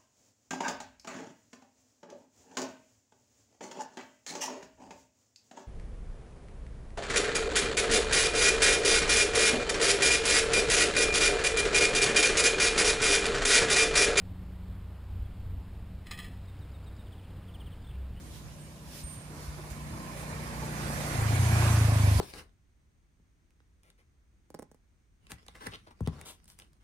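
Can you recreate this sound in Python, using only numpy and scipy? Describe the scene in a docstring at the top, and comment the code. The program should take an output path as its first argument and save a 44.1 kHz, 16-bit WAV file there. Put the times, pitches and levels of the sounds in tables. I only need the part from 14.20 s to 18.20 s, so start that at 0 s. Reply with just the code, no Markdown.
"""Trees hush softly in a pine wood, and a far engine and a hum drone from start to end.
After a second, two far chirps are heard. Near two seconds someone swings up over a steel
exercise bar, which knocks in its frame and sets the tubes ringing. Then a finch sings
one falling song: five opening syllables, a quick trill and a closing flourish.
All along, a small camera samples slowly, which mirrors every sound faintly into the treble."""
import sys
import numpy as np
from scipy import signal
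from scipy.fft import rfft, irfft
from scipy.io import wavfile
from scipy.ndimage import uniform_filter1d

SR = 44100
rng = np.random.default_rng(int(sys.argv[2]) if len(sys.argv) > 2 else 0)


def to_wav(s):
    """Save 16-bit WAV."""
    ch = np.atleast_2d(s).T  # columns
    pcm = np.round(np.clip(ch, -1, 1) * 32767)  # PCM
    wavfile.write(sys.argv[1], SR, pcm.astype(np.int16))


N = 176400  # 4 seconds


def amp(db):
    """Turns decibels into a number to multiply a sound by."""
    return 10 ** (np.asarray(db) / 20)


def unit(x):
    """Scales a signal so that its average strength (rms) is 1."""
    return x / np.sqrt(np.mean(x ** 2) + 1e-20)


def at_frequency(table, hz):
    """Looks up a table between its rows, on a scale of octaves."""
    row_hz, values = np.transpose(table)
    return np.interp(np.log(hz + 1), np.log(row_hz), values)


def curve(table, column=1):
    """Joins the rows of a time table with straight lines, one value per sample."""
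    rows = np.array(table)
    return np.interp(np.arange(N) / SR, rows[:, 0], rows[:, column])


def shaped_noise(gains, length):
    """Noise of strength 1, with each frequency turned up or down by its gain."""
    return unit(irfft(rfft(rng.standard_normal(length)) * gains, length))


def drift(rate_hz):
    """A random wobble, mostly slower than rate_hz."""
    hz = np.fft.rfftfreq(N, 1 / SR)
    return shaped_noise(np.exp(-(hz / rate_hz) ** 2), N)


def tone(hz, db, wander):
    """A pure tone whose pitch wavers by the fraction `wander`."""
    cycles = np.cumsum(hz * (1 + wander * drift(7.8))) / SR + rng.random()
    return np.sqrt(2) * amp(db) * np.sin(2 * np.pi * cycles)


# tone colour of the microphone hiss (frequency [Hz], relative level [dB])
HISS_COLOUR = [(40, 10), (200, -13), (450, 8), (1200, -7), (3500, 8), (5500, 6.5)]


def microphone_hiss(level_db=-72.5):
    """Faint noise, different on the left and the right."""
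    colour = amp(at_frequency(HISS_COLOUR, np.fft.rfftfreq(N, 1 / SR)))
    white = rng.standard_normal((2, N))
    return amp(level_db) * unit(irfft(rfft(white) * colour, N))


# how loud the distant hum is (time [s], level [dB])
HUM_LEVELS = [(0, -49.5), (.15, -50.5), (.48, -49), (.75, -62), (1.03, -69), (1.15, -58), (1.8, -57.5),
              (2.13, -51.5), (2.27, -66.5), (3.1, -63.5), (3.3, -57), (3.5, -61), (4, -60.5)]


def distant_hum():
    """A hum that comes and goes, with a wavering tone below it."""
    hum = tone(hz=183.3, db=curve(HUM_LEVELS), wander=0.0031)
    return hum + tone(hz=139.5, db=-61 + 3 * drift(8.2), wander=0.0291)


# tone colour of the trees' hush and the low rumble (frequency [Hz], relative level [dB])
HUSH_COLOUR = [(10, -14), (28, 2.5), (45, 1.5), (65, 1.5), (105, -3.5), (150, -9), (220, -12), (330, -19),
               (550, -23.5), (1000, -27.5), (1900, -33.5), (3100, -36.5), (4400, -42), (5400, -47)]
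# how the rumble swells (time [s], level change [dB])
RUMBLE_SWELL = [(0, 0), (.85, -1.5), (.95, 4.5), (1.15, 4.5), (1.35, 3), (2, -0.5), (3.1, -2.5), (3.55, 1),
                (4, -2)]
# how the hush above it swells (time [s], level change [dB])
HUSH_SWELL = [(0, .3), (1, .3), (1.6, -0.2), (2.4, 0.5), (3.1, 1), (3.6, 0.65), (4, 0.5)]


def trees(level_db=-45, patch_db=0.78, rumble_below_hz=130):
    """A soft hush with drifting louder and softer patches, over a rumble that swells."""
    frames = N // 512 + 6  # the noise is built in short, overlapping slices
    t = np.arange(frames)[:, None] * 512 / SR
    hz = np.fft.rfftfreq(2048, 1 / SR)
    real, imaginary, patches = rng.standard_normal((3, frames, len(hz)))
    patches = uniform_filter1d(patches, size=8, axis=0)  # smooth over time
    patches = unit(uniform_filter1d(patches, size=24, axis=1))  # and over frequency
    low_share = 1 / (1 + (hz / rumble_below_hz) ** 4)
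    swell_db = low_share * np.interp(t, *np.transpose(RUMBLE_SWELL))
    swell_db += (1 - low_share) * np.interp(t, *np.transpose(HUSH_SWELL))
    gains = amp(at_frequency(HUSH_COLOUR, hz) + patch_db * patches + swell_db)
    slices = (real + 1j * imaginary) * gains
    _, hush = signal.istft(slices.T, nperseg=2048, noverlap=1536)
    return amp(level_db) * unit(hush[:N])


# the engine's two tones (time [s], upper pitch [Hz], upper level [dB], lower level [dB])
ENGINE_TONES = [(0, 93.2, -50.5, -77), (.11, 90.2, -39.5, -50.5), (.3, 85.6, -52.5, -44.5),
                (.58, 93.4, -45.5, -42), (.85, 90.44, -51.5, -45), (.96, 90.4, -38.5, -39),
                (1.14, 95.15, -54, -49.5), (1.27, 92.98, -41.5, -44), (1.6, 94.75, -48.5, -42),
                (2, 91.95, -46.5, -55), (2.4, 94.2, -51, -46), (3.1, 92.66, -49.5, -53),
                (3.35, 92, -48.5, -50.5), (3.65, 93.9, -51, -47.5), (3.8, 96.76, -57, -38.5),
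                (4, 94, -54, -47.5)]


def far_engine(flutter_db=1.5, wander=0.01566):
    """Two fluttering tones, at three and two times the engine's base pitch."""
    hz = curve(ENGINE_TONES)
    upper = tone(hz, curve(ENGINE_TONES, column=2) + flutter_db * drift(5.1), wander)
    lower = tone(hz * 2 / 3, curve(ENGINE_TONES, column=3) + flutter_db * drift(9.4), 2 * wander)
    return upper + lower


# how long the wood echoes (frequency [Hz], time to fade by 60 dB [s])
ECHO_FADES = [(300, 1), (2000, 0.52), (6000, 1)]


def trunk_echoes(sound, echoes_per_s=1500, first_echo_s=0.012):
    """Sound bounces back from many trunks; the middle pitches die away first."""
    bounces = rng.standard_normal(SR) * (rng.random(SR) < echoes_per_s / SR)
    bounces *= np.arange(SR) > first_echo_s * SR
    hz, t, slices = signal.stft(bounces, SR, nperseg=256)
    fade = amp(-60 * t / at_frequency(ECHO_FADES, hz)[:, None])
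    _, tail = signal.istft(slices * fade, SR, nperseg=256)
    return signal.fftconvolve(sound, tail / np.linalg.norm(tail))[:N]


def whistle(length_s, from_hz, to_hz, db, rasp=0.015):
    """One gliding bird note that swells and fades; quick pitch flutter makes it rasp."""
    progress = np.arange(0, length_s, 1 / SR) / length_s
    flutter = unit(uniform_filter1d(rng.standard_normal(SR // 8), size=40))[:len(progress)]
    glide_hz = from_hz * (to_hz / from_hz) ** (progress ** 0.79)
    cycles = np.cumsum(glide_hz * (1 + rasp * flutter)) / SR
    swell = np.sin(np.pi * progress ** 0.9)
    return amp(db) * swell * np.sin(2 * np.pi * cycles)


# opening syllables, each a rising tick and then a falling note (time [s], falling note's level [dB])
SONG_OPENING = [(2.248, -63.5), (2.385, -64), (2.512, -62.5), (2.636, -61), (2.760, -60.5)]
# quick downward sweeps of the trill (time [s], level [dB])
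SONG_TRILL = [(2.857, -62), (2.918, -60), (2.977, -62), (3.036, -64), (3.097, -67), (3.157, -67),
              (3.217, -65), (3.277, -60), (3.337, -54.5), (3.397, -53.5), (3.457, -57.5), (3.518, -60)]
# two far chirps, then the closing flourish
# (time [s], length [s], start pitch [Hz], end pitch [Hz], level [dB], rasp [fraction of pitch])
SINGLE_NOTES = [(1.00, 0.037, 2950, 3160, -66, 0.04), (1.045, 0.033, 3450, 3180, -67, 0),
                (3.617, 0.019, 4750, 4862, -68, 0), (3.640, .018, 3680, 3498, -61, 0),
                (3.665, 0.018, 3130, 3700, -58.5, 0.01), (3.686, 0.017, 3600, 3330, -59, .04),
                (3.701, 0.024, 3175, 2700, -59, 0.1), (3.72, 0.068, 2900, 2490, -63, 0.13),
                (3.945, 0.073, 2750, 3060, -62, 0.05)]


def finch(sink_hz_per_s=328.4):
    """Far chirps, then a whistled song: opening syllables, a sinking trill and a flourish."""
    out = np.zeros(N)
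    for start_s, db in SONG_OPENING:
        add(out, start_s, whistle(length_s=0.01707, from_hz=4570, to_hz=5050, db=db - 6))
        add(out, start_s + 0.022, whistle(length_s=0.0393, from_hz=4030, to_hz=3500, db=db))
    for start_s, db in SONG_TRILL:
        sink_hz = sink_hz_per_s * (start_s - SONG_TRILL[0][0])
        sweep = whistle(length_s=0.032, from_hz=4000 - sink_hz, to_hz=2713 - sink_hz / 2, db=db)
        add(out, start_s, sweep)
    for start_s, *note in SINGLE_NOTES:
        add(out, start_s, whistle(*note))
    return out


# knocks of the bar in its sockets (time [s], relative level [dB], rise time [s], extra ring [dB])
BAR_KNOCKS = [(1.8590, -16.5, 0.0061, -1), (1.867, -12.5, 0.0022, 1), (1.880, -21, 0.0022, 0),
              (1.9038, -20, .002, -2), (1.9099, -1.5, .0012, -3.5), (1.9128, 0.5, 0.0015, -2.5),
              (1.9310, -13.5, 0.0018, -2), (1.9745, -6.5, .003, -2), (1.9867, -3.5, 0.0053, -1),
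              (2, -11, 0.0026, 1), (2.026, -14, 0.0054, 1), (2.0427, -12, .004, 2), (2.060, -18, .003, 0)]
# tones the steel tubes ring at (pitch [Hz], relative level [dB], time to fade by 60 dB [s])
TUBE_TONES = [(690, -12, .35), (1211, -2, .33), (1750, -3, .45), (1883, 0, .33), (1912, -1, .3),
              (1963, -1, .42), (2293, -6, .3), (2471, -8, .3), (2541, -5, .33), (2697, -7, .3),
              (2954, -6, .25), (3025, -4, .3), (3227, -3, .27), (3384, -4, .27), (3450, -7, .22),
              (4057, -6, .2), (4150, -6, .22), (5077, -7, .24)]
# tone colour of the joint's short clatter (frequency [Hz], relative level [dB])
CLATTER_COLOUR = [(300, -16), (700, -10), (950, -7.5), (1210, 2.5), (1520, -12.5), (1950, 11.5),
                  (2380, -10.5), (2570, 4), (2800, -5), (3050, -0.5), (3380, 5.5), (3650, -12), (4020, 5),
                  (4550, -12.5), (5150, 0), (5600, -13)]


def steel_bar(ring_db=-52.5, split_hz=9, clatter_db=-36, clatter_fade_s=0.073):
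    """Each knock rattles the joint and rings the tubes in pairs of close tones that throb."""
    out = np.zeros(N)
    t = np.arange(SR // 2) / SR
    colour = amp(at_frequency(CLATTER_COLOUR, np.fft.rfftfreq(len(t), 1 / SR)))
    pairs = [(hz + side * split_hz * rng.random(), db, fade_s)
             for hz, db, fade_s in TUBE_TONES for side in (-1, 1)]
    for start_s, knock_db, rise_s, extra_ring_db in BAR_KNOCKS:
        rise = 1 - np.exp(-2 * t / rise_s)
        ring = sum(amp(db - 60 * t / fade_s) * np.sin(2 * np.pi * (hz * t + rng.random()))
                   for hz, db, fade_s in pairs)
        clatter = shaped_noise(colour, len(t)) * amp(-60 * t / clatter_fade_s)
        clank = amp(ring_db + extra_ring_db) * ring + amp(clatter_db) * clatter
        add(out, start_s, amp(knock_db) * rise * clank)
    return out


def add(mix, start_s, sound):
    """Adds a sound to the mix at its start time."""
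    part = mix[round(start_s * SR):][:len(sound)]
    part += sound[:len(part)]


def scene():
    """Mixes everything; only the microphone hiss differs between left and right."""
    clanks, song = steel_bar(), finch()
    echoes = trunk_echoes(amp(-12.5) * clanks + amp(-7) * song)
    return clanks + song + echoes + trees() + far_engine() + distant_hum() + microphone_hiss()


def record(dry, input_top_hz=5520, sampling_hz=12000, jitter_s=5.5e-6, output_top_hz=15780):
    """The camera cuts the highs, then samples slowly and unevenly, adding a faint treble mirror."""
    hz = np.fft.rfftfreq(N, 1 / SR)
    dulled = rfft(dry) / np.sqrt(1 + (hz / input_top_hz) ** 36)
    slope = irfft(dulled * hz, N)  # bigger where the wave changes fast
    # holding each sample mirrors the sound to both sides of the sampling rate
    carrier = 2 * np.cos(2 * np.pi * sampling_hz * np.arange(N) / SR)
    mirror = rfft(slope * carrier) / np.maximum(hz, sampling_hz / 2)
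    timing_noise = 2 * np.pi * jitter_s * slope * rng.standard_normal(N)
    sampled = irfft(dulled + amp(-1) * mirror, N) + timing_noise
    top_cut = signal.firwin(801, output_top_hz, window=("kaiser", 9), fs=SR)
    return signal.oaconvolve(sampled, top_cut[None], "same")


dry = scene()
out = record(dry)
to_wav(out)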